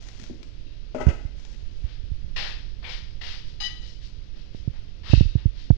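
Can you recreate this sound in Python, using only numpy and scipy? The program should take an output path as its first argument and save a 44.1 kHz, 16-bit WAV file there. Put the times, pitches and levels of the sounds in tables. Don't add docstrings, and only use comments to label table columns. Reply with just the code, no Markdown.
import sys
import numpy as np
from scipy import signal
from scipy.fft import rfft, irfft
from scipy.io import wavfile
from scipy.ndimage import uniform_filter1d

SR = 44100
rng = np.random.default_rng(int(sys.argv[2]) if len(sys.argv) > 2 else 0)


def bounce(signal):
    frames = np.transpose(np.atleast_2d(signal))
    limited = np.clip(frames, -1, 1)
    pcm = np.round(limited * 32767).astype(np.int16)
    wavfile.write(sys.argv[1], SR, pcm)


N = 254480


def amp(db):
    return 10 ** (np.asarray(db) / 20)


def unit_rms(x):
    return x / np.sqrt(np.mean(x ** 2) + 1e-20)


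def curve_at(points, hz):
    f, value = np.transpose(points)
    return np.interp(np.log(hz + 1), np.log(f + 1), value)


def clock(seconds):
    return np.arange(int(seconds * SR)) / SR


def add(mix, start_s, sound):
    part = mix[max(round(start_s * SR), 0):][:len(sound)]
    part += sound[:len(part)]


def noise(colour, count, tilt_db=0):
    hz = np.fft.rfftfreq(count, 1 / SR)
    gain = amp(curve_at(colour, hz) + tilt_db * np.log2(np.clip(hz, 500, 8000)))
    return unit_rms(irfft(rfft(rng.standard_normal(count)) * gain, count))


def wobble(count, size):
    return unit_rms(uniform_filter1d(uniform_filter1d(rng.standard_normal(count), size), size))


def soft_onset(t):
    return 1 - np.exp(-(t / .0007) ** 2)


# (frequency [Hz], t60 [s])
KITCHEN_T60 = [(150, .4), (500, 0.51), (2000, 0.57), (5000, 0.63), (12000, 0.58)]

def in_kitchen(direct, wet_db):
    reflections = rng.choice([-1., 1.], SR) * (rng.random(SR) < 4000 / SR)
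    hz, t, bands = signal.stft(reflections, SR, nperseg=256)
    decay = amp(-60 * t / curve_at(KITCHEN_T60, hz)[:, None])
    tail = signal.istft(bands * decay, SR, nperseg=256)[1][:SR]
    tail *= np.clip(clock(1) / 0.0096, 0, 1) ** 2
    reverb = signal.fftconvolve(direct, tail / np.linalg.norm(tail))[:len(direct)]
    return (direct + amp(wet_db) * reverb) / np.hypot(1, amp(wet_db))


# (frequency [Hz], level [dB])
ROOM_TONE_COLOUR = [(20, 0), (60, -4), (140, -4.5), (300, -9.5), (550, -16), (900, -27.5), (2200, -23),
                    (3000, -20), (5000, -22.5), (6300, -32), (8000, -52.5), (11000, -56.5), (15500, -64)]

def room_tone(db=-49):
    return amp(db) * noise(ROOM_TONE_COLOUR, N)


# (time [s], level [dB])
GRIP_LEVEL = [(0, -34), (1.8, -32), (2.2, -28.5), (2.9, -29.5), (3.3, -31.5), (4.4, -33.5), (4.8, -30),
              (5.5, -39.5)]
# (frequency [Hz], level [dB])
RUMBLE_COLOUR = [(10, 2), (25, 0), (45, -2), (70, -11.5), (120, -16.5), (200, -31.5), (350, -46),
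                 (600, -52.5), (1000, -62), (2000, -61), (4000, -63.5), (15500, -88)]

def resting_finger(nudges_per_s=1.5):
    rumble_db = np.interp(np.arange(N) / SR, *np.transpose(GRIP_LEVEL))
    nudges = np.zeros(N)
    for at in np.flatnonzero(rng.random(N) < nudges_per_s / SR):
        add(nudges, at / SR, skin_push(rumble_db[at] + 5, push_ms=5, hz=62))
    return nudges + amp(rumble_db) * noise(RUMBLE_COLOUR, N)


def skin_push(db, push_ms, hz, q=1.3, skin_hz=800):
    age, omega = clock(.15) * 1000 / push_ms, 2 * np.pi * hz
    pressure = age ** 2 * np.exp(-age)
    leak = signal.bilinear([1, 0, 0], [1, omega / q, omega ** 2], SR)
    swing = signal.lfilter(*leak, pressure)
    rounding = signal.butter(2, skin_hz, fs=SR)
    return signal.lfilter(*rounding, amp(db) * swing / abs(swing).max())


# (time [s], length [s], level [dB])
RUSTLES = [(0, .1, -48.5), (.1, .19, -51), (1.351, 0.21, -55), (1.533, 0.344, -64)]
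# (frequency [Hz], level [dB])
STICKY_COLOUR = [(200, -8), (800, -2), (1300, -7), (2000, -2), (4000, -2), (6500, -3), (8000, -20),
                 (11000, -33), (15500, -40)]

def sticky_rustles(grit_db=5):
    out = np.zeros(N)
    for start, length, db in RUSTLES:
        count = int(length * SR)
        grains = unit_rms(amp(grit_db * wobble(count, size=50)))
        swell = amp(db) * signal.windows.tukey(count, .2)
        add(out, start, swell * grains * noise(STICKY_COLOUR, count))
    return in_kitchen(out, wet_db=-1)


# (time [s], level [dB])
TICKS = [(.086, -38), (.147, -46), (.197, -34), (.237, -35), (.429, -35), (1.450, -37.5)]
# (time [s], level [dB], starting pitch [Hz])
PLOPS = [(.198, -35.5, 260), (.222, -34.5, 208), (.298, -25.5, 315.5), (.309, -23, 245), (0.428, -40, 330),
         (.664, -39, 298)]

def falling_dough(tick_s=0.0042, plop_t60_s=0.061, glide=0.025):
    out, t = np.zeros(N), clock(0.34)
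    age = t / plop_t60_s
    for start, db in TICKS:
        add(out, start, soft_onset(t) * amp(db) * np.exp(-t / tick_s) * noise(STICKY_COLOUR, len(t)))
    for start, db, hz in PLOPS:
        tone = np.sin(2 * np.pi * hz * t * (1 + glide * age))
        add(out, start, soft_onset(t) * amp(db - 60 * age) * tone)
    return in_kitchen(out, wet_db=-4)


# (time [s], level [dB], lower pitch [Hz])
SNAGS = [(.664, -49.5, 2700), (2.362, -22.5, 1886), (2.395, -29, 1706), (2.842, -26, 2254),
         (3.212, -33, 1950), (3.276, -35.5, 3490), (3.606, -37.5, 852), (5.068, -39.5, 1250),
         (5.11, -25.5, 2710)]

def utensil_snags(ring_s=0.011, skirt_db=-26, upper_ratio=1.42, upper_db=-0.5):
    out, t = np.zeros(N), clock(0.19)
    envelope = np.exp(-t / ring_s) * np.minimum(t / 0.004, 1)
    for start, snag_db, pitch in SNAGS:
        for db, hz in (snag_db, pitch), (snag_db + upper_db, pitch * upper_ratio):
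            cluster = [(hz / 3, -70), (hz / 1.2, skirt_db), (hz / 1.04, 0),
                       (hz * 1.04, 0), (hz * 1.2, skirt_db), (hz * 3, -70)]
            add(out, start, amp(db) * envelope * noise(cluster, len(t)))
    return in_kitchen(out, wet_db=2)


# (time [s], level [dB], contact resonance [Hz])
KNOCKS = [(.9472, -21, 626), (.963, -26, 449.1), (.982, -31.5, 1335), (1.001, -21.5, 945.1),
          (1.009, -30.5, 2330), (1.066, -29, 1530), (1.086, -29, 2640), (1.104, -29.5, 326.7)]
# (frequency [Hz], level [dB], t60 [s])
COLANDER_MODES = [(261.6, -6, .13), (333, -8, 0.14), (407.4, -7, 0.14), (448, -8.5, 0.078),
                  (566, -12.5, 0.13), (615, -7.5, 0.12), (830, -13.5, 0.098), (957, -18, 0.18),
                  (1305, -12.5, 0.19), (1487, -15.5, 0.19), (1994, -10.5, 0.1), (2090, -21.5, .4),
                  (2544, -23, 0.4), (2790, -22, 0.19), (3220, -40, 0.11)]
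# (frequency [Hz], level [dB])
RATTLE_COLOUR = [(100, -8), (260, 4), (900, 0), (1150, -11), (1450, -1), (1780, -12), (2080, -3),
                 (2300, -10), (2550, -5), (3000, -10), (3800, -19), (6500, -17), (8000, -30), (15500, -56)]

def colander_knocks(rattle_s=0.025, contact_q=2.8):
    out, t = np.zeros(N), clock(.5)
    hz, mode_db, t60 = np.transpose(COLANDER_MODES)[:, :, None]
    for start, db, contact_hz in KNOCKS:
        ratio = hz / contact_hz
        strength = amp(db + mode_db) / np.hypot(1 - ratio ** 2, ratio / contact_q)
        detuned_hz = hz * (1 + 0.0087 * rng.standard_normal(hz.shape))
        modes = strength * amp(-60 * t / t60) * np.sin(2 * np.pi * detuned_hz * t)
        rattle_db = db - 9.5 + 7.5 * np.log2(contact_hz / 1000)
        rattle = amp(rattle_db) * np.exp(-t / rattle_s) * noise(RATTLE_COLOUR, len(t))
        add(out, start, soft_onset(t) * (modes.sum(0) + rattle))
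    return in_kitchen(out, wet_db=-5)


# (time [s], level [dB], push time [ms], ring [Hz])
BUMPS = [(1.0676, -2, 1.39, 70), (1.083, -6.5, 1.2, 66), (1.251, -20.5, 4, 91), (1.841, -14, 4.5, 60),
         (2.116, -17, 2.55, 68), (2.243, -22, 4.7, 98), (4.5473, -22.5, 0.5, 51), (4.676, -11, 1.6085, 116),
         (5.098, -14.5, 2.7, 50), (5.1334, 5, 1.47, 115), (5.175, -5, 2.7, 55), (5.2081, -2, 0.99, 85),
         (5.255, -9, 3.8, 60), (5.354, -5, 2, 110), (5.456, -4, 3.1, 108), (5.704, 2, 1.28, 100)]

def finger_bumps(rebound_s=.021, slower=2.15, rumble_s=0.17, rumble_cutoff_hz=170):
    thumps, rumble = np.zeros(N), np.zeros(N)
    decay = np.exp(-clock(1) / rumble_s)
    for start, db, push_ms, hz in BUMPS:
        add(thumps, start, skin_push(db, push_ms, hz))
        add(thumps, start + rebound_s, skin_push(db - 15, push_ms * slower, hz / slower))
        add(rumble, start, amp(db - 25.5) * decay * noise(RUMBLE_COLOUR, SR))
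    return thumps + signal.lfilter(*signal.butter(2, rumble_cutoff_hz, fs=SR), rumble)


# (time [s], length [s], level [dB], opening force over mid-stroke force [ratio], tilt [dB/octave])
STROKES = [(1.832, 0.18, -49, 0.43, -1), (2.361, 0.21, -31, 1.78, -2.5), (2.823, 0.2, -33, 0.21, -1),
           (3.211, 0.21, -35, 0.92, -0.5), (3.438, .12, -49.5, 0.19, 5), (3.601, 0.13, -37.5, 1.4, 0),
           (3.817, 0.16, -45.5, 0.48, 8.5), (4.014, 0.1, -47.5, 0.59, 8.5), (4.335, .15, -52, .2, 2),
           (4.52, 0.12, -50, .2, 5), (4.729, 0.081, -51, 0.55, -5), (5.032, 0.22, -32, 0.15, 2.5),
           (5.371, 0.085, -49, 0.96, -4), (5.548, 0.16, -47, 0.53, 4)]
# (frequency [Hz], level [dB])
SCRAPE_COLOUR = [(150, -25), (400, -12), (900, -3.5), (1350, -3), (1800, 5), (2300, 3.5), (2900, 8),
                 (4400, 7.5), (5300, 3), (6500, -11), (8000, -24), (11000, -52), (15500, -50)]

def utensil_scrapes(grit_db=1.06, touch_s=0.0019, mid_stroke=.4, slow_tilt_db=-6):
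    out = np.zeros(N)
    for start, length, db, bite, tilt_db in STROKES:
        t = clock(length)
        pressure = np.interp(t / length, [0, mid_stroke, 1], [bite, 1, 0])
        force = np.minimum(t / touch_s, 1) * pressure
        speed = np.clip(np.interp(t / length, [0, mid_stroke], [bite, 1]), 0, 1) ** 2
        roughness = unit_rms(uniform_filter1d(rng.standard_normal(len(t)), size=60))
        grains = unit_rms(amp(grit_db * roughness))
        dull = noise(SCRAPE_COLOUR, len(t), tilt_db + slow_tilt_db)
        bright = noise(SCRAPE_COLOUR, len(t), tilt_db)
        friction = np.sqrt(1 - speed ** 2) * dull + speed * bright
        add(out, start, amp(db) * force * grains * friction)
    return in_kitchen(out, wet_db=-3.5)


# (frequency [Hz], level [dB], build-up [s])
SQUEAL_MODES = [(1940, -37.5, 0.042), (2948, -35, 0.0037), (2998, -31, 0.043), (3670, -48, 0.0092),
                (3992, -34.5, 0.0042), (4128, -53, .005), (4200, -49, .02), (4955, -33.5, 0.0029),
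                (6055.2, -47.5, 0.0048), (6420, -51.5, .005), (7160, -57, .005), (8380, -65, .005),
                (9750, -70, 0.004), (11480, -77, 0.0046), (13220, -80, .005)]

def steel_squeal(start_s=3.601, hold_s=0.067, release_s=0.026, chatter_db=1.0):
    out, t = np.zeros(N), clock(0.42)
    release = np.clip(1 - (t - hold_s) / release_s, 0, 1)
    for hz, db, build_s in SQUEAL_MODES:
        wavering_hz = hz * (1 + .008 * wobble(len(t), size=90))
        chatter = amp(chatter_db * wobble(len(t), size=120))
        force = np.minimum(t / build_s, 1) ** 2 * release * chatter
        tone = in_kitchen(force * np.sin(2 * np.pi * np.cumsum(wavering_hz) / SR), wet_db=-6.5)
        add(out, start_s, amp(db) * tone / tone[t < hold_s].std())
    return out


# (frequency [Hz], gain [dB])
COVERED_PORT_GAIN = [(100, 2), (300, -16), (600, -21.5), (1300, -28), (2000, -37), (3000, -42.5),
                     (5000, -57), (15500, -29)]

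def through_finger(sound):
    gain = amp(curve_at(COVERED_PORT_GAIN, np.fft.rfftfreq(N, 1 / SR)))
    return irfft(rfft(sound) * gain, N)


def scene():
    table = sticky_rustles() + falling_dough() + colander_knocks()
    vessel = utensil_snags() + utensil_scrapes() + steel_squeal()
    left = table + vessel + room_tone()
    right = through_finger(table + vessel) + resting_finger() + finger_bumps()
    return np.array([left, right])


def record(dry, cutoff_hz=15750):
    clipped = np.clip(dry, -1, 1) * signal.windows.tukey(N, .001)
    lowpass = signal.firwin(511, cutoff_hz, window=("kaiser", 9), fs=SR)
    return signal.oaconvolve(clipped, lowpass[None], "same")


dry = scene()
out = record(dry)
bounce(out)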